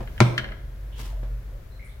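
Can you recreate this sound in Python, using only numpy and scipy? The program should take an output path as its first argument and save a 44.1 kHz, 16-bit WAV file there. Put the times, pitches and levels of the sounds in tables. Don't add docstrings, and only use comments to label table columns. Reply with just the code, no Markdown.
import sys
import numpy as np
from scipy import signal
from scipy.fft import rfft, irfft
from scipy.io import wavfile

SR = 44100
rng = np.random.default_rng(int(sys.argv[2]) if len(sys.argv) > 2 else 0)


def store_pcm(level_fs):
    pcm = np.round(np.clip(level_fs, -1, 1) * 32767).astype(np.int16)
    wavfile.write(sys.argv[1], SR, np.atleast_2d(pcm).T)


N = 88200
T = np.arange(N) / SR

# [t/s, relative level/dB]
STOP_CONTACTS = [(0.2036, 1.5), (0.2047, -7.5), (0.2062, -3)]
# [f/Hz, relative level per Hz/dB]
CRACK_COLOUR = [(300, 8.5), (1000, 2.5), (2400, 0), (3200, -4.5), (6500, -10.5), (9000, -18.5),
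                (12000, -25), (16000, -37)]


def from_db(db):
    return 10 ** (np.asarray(db) / 20)


def rms_one(x):
    return x / np.sqrt(np.mean(x ** 2) + 1e-20)


def at_hz(points, hz):
    f, value = np.transpose(points)
    return np.interp(np.log(hz + 1e-9), np.log(f), value)


def pan(db):
    return from_db([[db / 2], [-db / 2]])


def delay(x, s):
    return np.interp(T - s, T, x, left=0)


def left_first(x, lag_s):
    return np.array([x, delay(x, lag_s)])


def decay(age, t60):
    return np.exp(-np.log(1000) * np.maximum(age, 0) / t60)


def swell(s, rise, t60):
    return np.clip((T - s) / rise, 0, 1) * decay(T - s - rise, t60)


def ring(s, hz, t60):
    age = np.maximum(T - s, 0)
    return np.sin(2 * np.pi * hz * age) * decay(age, t60)


def drift(rate):
    r = np.exp(-2 * np.pi * rate / SR)
    wander = signal.lfilter([1], [1, -2 * r, r * r], rng.standard_normal(2 * N))
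    return rms_one(wander[N:])


def noise(spectrum):
    # [f/Hz, correlation]
    likeness = [(50, 1), (150, 0.9), (300, 0.77), (600, 0.37), (2000, 0.1), (12000, 0.033)]
    hz = np.arange(N // 2 + 1) * SR / N
    mid, side = rfft(rng.standard_normal((2, N)))
    alike = np.clip(at_hz(likeness, hz), -1, 1)
    both = np.sqrt(1 + alike) * mid + np.sqrt(1 - alike) * side * [[1], [-1]]
    coloured = both * from_db(at_hz(spectrum, hz)) * (hz > 15)
    return rms_one(irfft(coloured, N))


def band(x, low_hz, high_hz):
    sos = signal.butter(2, [low_hz, min(high_hz, SR / 2 - 1)], "band", fs=SR, output="sos")
    return signal.sosfilt(sos, x)


def room_tone():
    # [f/Hz, relative level per Hz/dB]
    colour = [(20, -2.5), (55, 6), (80, -0.5), (125, -8), (200, -17), (300, -21), (560, -19.5),
              (800, -28.5), (1700, -27.5), (2700, -35), (6500, -41.5), (9300, -46), (11500, -39),
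              (16000, -42.5)]
    # [t/s, level/dB]
    level_db = [(0, -40), (.2, -35.5), (.45, -43), (.85, -41), (1.2, -41), (2, -43)]
    return from_db(np.interp(T, *np.transpose(level_db))) * noise(colour) * pan(2.5)


def hum():
    # [t/s, level/dB]
    hum_level = [(0, -34), (.2, -37.5), (.3, -66), (.5, -33), (.58, -45), (.64, -31.5), (.76, -38.5),
                 (.85, -33), (1.0, -36), (1.17, -30), (1.36, -28.5), (1.48, -43.5), (1.55, -31.5),
                 (1.65, -52), (1.72, -47), (2, -46.5)]
    low_hz, waver_hz = 46.3, 2.17
    upper_hz, upper_mean_db, upper_waver_db = 118.2, -49, 3
    follows = 0.48
    low_db = np.interp(T, *np.transpose(hum_level))
    phase = 2 * np.pi * np.cumsum(low_hz + waver_hz * drift(7.8)) / SR
    low = from_db(low_db) * rms_one(np.sin(phase))
    upper_db = upper_mean_db + follows * (low_db - low_db.mean()) + upper_waver_db * drift(24)
    upper = from_db(upper_db) * np.sin(2 * np.pi * upper_hz * T)
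    return low + upper


def kitchen(x):
    # [f/Hz, t60/s]
    room_t60 = [(100, 1), (300, 0.86), (1000, 0.65), (3000, 0.57), (6000, 0.51), (12000, 0.49)]
    # [f/Hz, relative level/dB]
    colour = [(100, -6.5), (300, -8), (650, 1), (1000, 0.5), (2000, -3), (3500, -1.5), (7000, -6),
              (14000, -3.5)]
    tail_db, early_db, early_t60_s = -8.5, -8.5, 0.1
    edges = np.geomspace(70, 18000, 13)
    diffuse = noise(colour)
    tail = 0
    for low, high in zip(edges, edges[1:]):
        t60 = at_hz(room_t60, np.sqrt(low * high))
        tail = tail + band(diffuse, low, high) * swell(0.001, 0.0039, t60)
    early = noise(colour) * swell(0.0014, 0.0021, early_t60_s)
    response = from_db(tail_db) * rms_one(tail) + from_db(early_db) * rms_one(early)
    response = response / np.sqrt(N)
    return signal.fftconvolve(x, response, axes=1)[:, :N]


def grainy_noise(events, spectrum, grain_db):
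    level = sum(from_db(db) * swell(s, rise, t60) for s, db, rise, t60 in events)
    return level * rms_one(from_db(grain_db * drift(120)) * noise(spectrum))


def bumps():
    # [t/s, level/dB, rise/s, t60/s]
    events = [(0.0, -35, 0.00067, 0.32), (0.43, -41.5, 0.005, 0.46), (1.07, -58, 0.01, 0.73),
              (1.222, -44.5, 0.0092, 0.37), (1.46, -56.5, 0.042, 0.28), (1.72, -81, 0.0062, .2),
              (1.93, -70, 0.023, .15)]
    # [f/Hz, relative level per Hz/dB]
    colour = [(100, 1), (300, 5), (580, 11.5), (900, 1.5), (1800, -6.5), (4000, -17), (16000, -36)]
    return grainy_noise(events, colour, grain_db=-3.5)


def scuffs():
    # [t/s, level/dB, rise/s, t60/s]
    events = [(0.95, -45.5, 0.045, 0.31), (0.988, -42.5, 0.013, 0.37), (1.045, -50.5, 0.011, 0.36)]
    # [f/Hz, relative level per Hz/dB]
    colour = [(120, 10), (220, 4.5), (480, 1), (720, -3), (900, 3.5), (1300, -3), (3000, -4), (5500, -7),
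              (9000, -12), (16000, -14)]
    return grainy_noise(events, colour, grain_db=1.5) * pan(0.5)


def squeaks():
    # [t/s, time from onset to fall/s, f/Hz, width/Hz, level/dB]
    events = [(0.921, 0.11, 3100, 700, -55), (1.067, 0.035, 940, 160, -55.5),
              (1.125, 0.013, 618, 112, -47.5), (1.527, 0.051, 553, 140, -57),
              (1.714, .06, 4080, 195, -65.5), (1.792, 0.055, 2154, 257, -51),
              (1.842, .02, 9400, 3040, -60.5), (1.886, 0.035, 3650, 710, -63)]
    rise_s, t60_s = 0.0057, 0.51
    out = 0
    for s, length, hz, width, db in events:
        level = np.clip((T - s) / rise_s, 0, 1) * decay(T - s - length, t60_s)
        friction = band(rng.standard_normal((2, N)), hz - width / 2, hz + width / 2)
        out = out + from_db(db) * level * rms_one(friction)
    return out


def handle():
    # [t/s, relative level/dB, left-right/dB, low-pass/Hz]
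    clicks = [(0.074, -22, 2, 3000), (0.178, -18.5, -1, 3500), (0.3783, -1, 2, 15000),
              (0.3815, -3, 1, 5000), (0.394, -15, 0, 5000), (0.4425, -10, 0, 2300), (0.487, -19, 0, 2500),
              (0.5197, -15, -1, 2200)]
    # [f/Hz, mean relative level/dB, t60/s]
    modes = [(1675, -19, 0.043), (1957, -24, 0.03), (2097, -19, 0.021), (2270, -37, 0.051),
             (2930, -17.5, 0.026), (3200, -20, 0.019), (3290, -53, 0.8), (4190, -23, 0.023),
             (5270, -35, 0.017), (6130, -37, .02)]
    # [f/Hz, relative level per Hz/dB]
    snap_colour = [(300, 5.5), (1000, 4), (1700, 5.5), (3200, -6.5), (6000, -11.5), (9000, -21.5),
                   (13000, -26.5), (16000, -32)]
    snap_db, snap_t60_s, lag_s, low_cut_hz = -18.5, 0.039, 0.00015, 1400
    out = 0
    for s, db, pan_db, bright_hz in clicks:
        rings = 0
        for k, (hz, mode_db, t60) in enumerate(modes):
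            gain = from_db(mode_db + rng.normal(0, 1.5))
            rings = rings + gain * (-1) ** k * ring(s, hz, t60)
        snap = from_db(snap_db) * swell(s, 0.00032, snap_t60_s) * noise(snap_colour)
        softness = signal.butter(2, min(bright_hz, SR / 2 - 1), fs=SR, output="sos")
        click = signal.sosfilt(softness, left_first(rings, lag_s) + snap)
        out = out + from_db(db) * pan(pan_db) * click
    low_cut = signal.butter(4, low_cut_hz, "high", fs=SR, output="sos")
    return signal.sosfilt(low_cut, out)


def housing():
    # [t/s, relative level/dB]
    knocks = [(0.0, -25), (0.2035, -0.5), (0.383, -27.5)]
    # [f/Hz, relative level/dB, t60/s, left-right/dB]
    modes = [(122.8, -3.5, 0.18, 1), (121.4, -22.5, 0.56, -6), (218.6, -4, 0.1, 3),
             (206.6, -16.5, 0.247, 4), (169.5, -24.5, 0.4, 5), (292.3, -37, 1, -4), (352, -5, 0.091, 11),
             (450, -12.5, 0.051, 13), (636, -4.5, 0.033, 10), (680.5, -38.5, 0.97, 13),
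             (938.5, -19.5, 0.1, -10), (1052, -18.5, 0.097, 3), (1370, -43, 0.12, 19),
             (1567, -28, 0.15, 11.5), (2140, -38, .2, -3.5), (2170, -37, 0.1, -6)]
    swell_s, lag_s = 0.01, 0.00017
    out = 0
    for s, db in knocks:
        onset = 1 - np.exp(-((T - s) / swell_s) ** 2)
        for hz, mode_db, t60, pan_db in modes:
            out = out + from_db(db + mode_db) * pan(pan_db) * ring(s, hz, t60) * onset
    left, right = out
    return np.array([left, delay(right, lag_s)])


def stop_rings():
    # [f/Hz, level/dB, t60/s, left-right/dB]
    modes = [(780, -6.5, 0.0097, -8), (1000, -7, 0.013, -4), (1395, -8, 0.017, 2.5),
             (2064, -6.5, 0.0089, -3.5), (2398, -5.5, 0.013, 5.5), (3370, -45, 0.0034, 9),
             (4390, -18, 0.0099, 18), (5200, -22.5, .01, 7), (6650, -19.5, 0.0085, -6)]
    s = STOP_CONTACTS[0][0]
    onset = np.clip((T - s) / 0.00064, 0, 1)
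    out = 0
    for k, (hz, db, t60, pan_db) in enumerate(modes):
        out = out + from_db(db) * (-1) ** k * pan(pan_db) * onset * ring(s, hz, t60)
    return out


def stop_crack():
    crack_db, t60_s = -10, 0.012
    out = 0
    for s, db in STOP_CONTACTS:
        out = out + from_db(db + crack_db) * swell(s, 2 / SR, t60_s) * noise(CRACK_COLOUR)
    return pan(5) * out


def crack_into_room():
    hz = np.arange(N // 2 + 1) * SR / N
    shift = np.exp(-2j * np.pi * hz * STOP_CONTACTS[0][0])
    pulse = irfft(from_db(at_hz(CRACK_COLOUR, hz)) * shift, N)
    return rms_one(pulse) / np.sqrt(N)


def scene():
    body, rings, crack, clicks = housing(), stop_rings(), stop_crack(), handle()
    send = from_db(-3.5) * body + from_db(-7.5) * rings + from_db(15.5) * crack_into_room() + clicks
    handling = scuffs() + bumps() + squeaks()
    background = hum() + room_tone()
    return body + rings + crack + clicks + kitchen(send) + handling + background


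def record(dry):
    clipped = dry / (1 + dry ** 8) ** (1 / 8)
    return signal.sosfilt(signal.cheby2(16, 60, 16600, fs=SR, output="sos"), clipped)


dry = scene()
out = record(dry)
store_pcm(out)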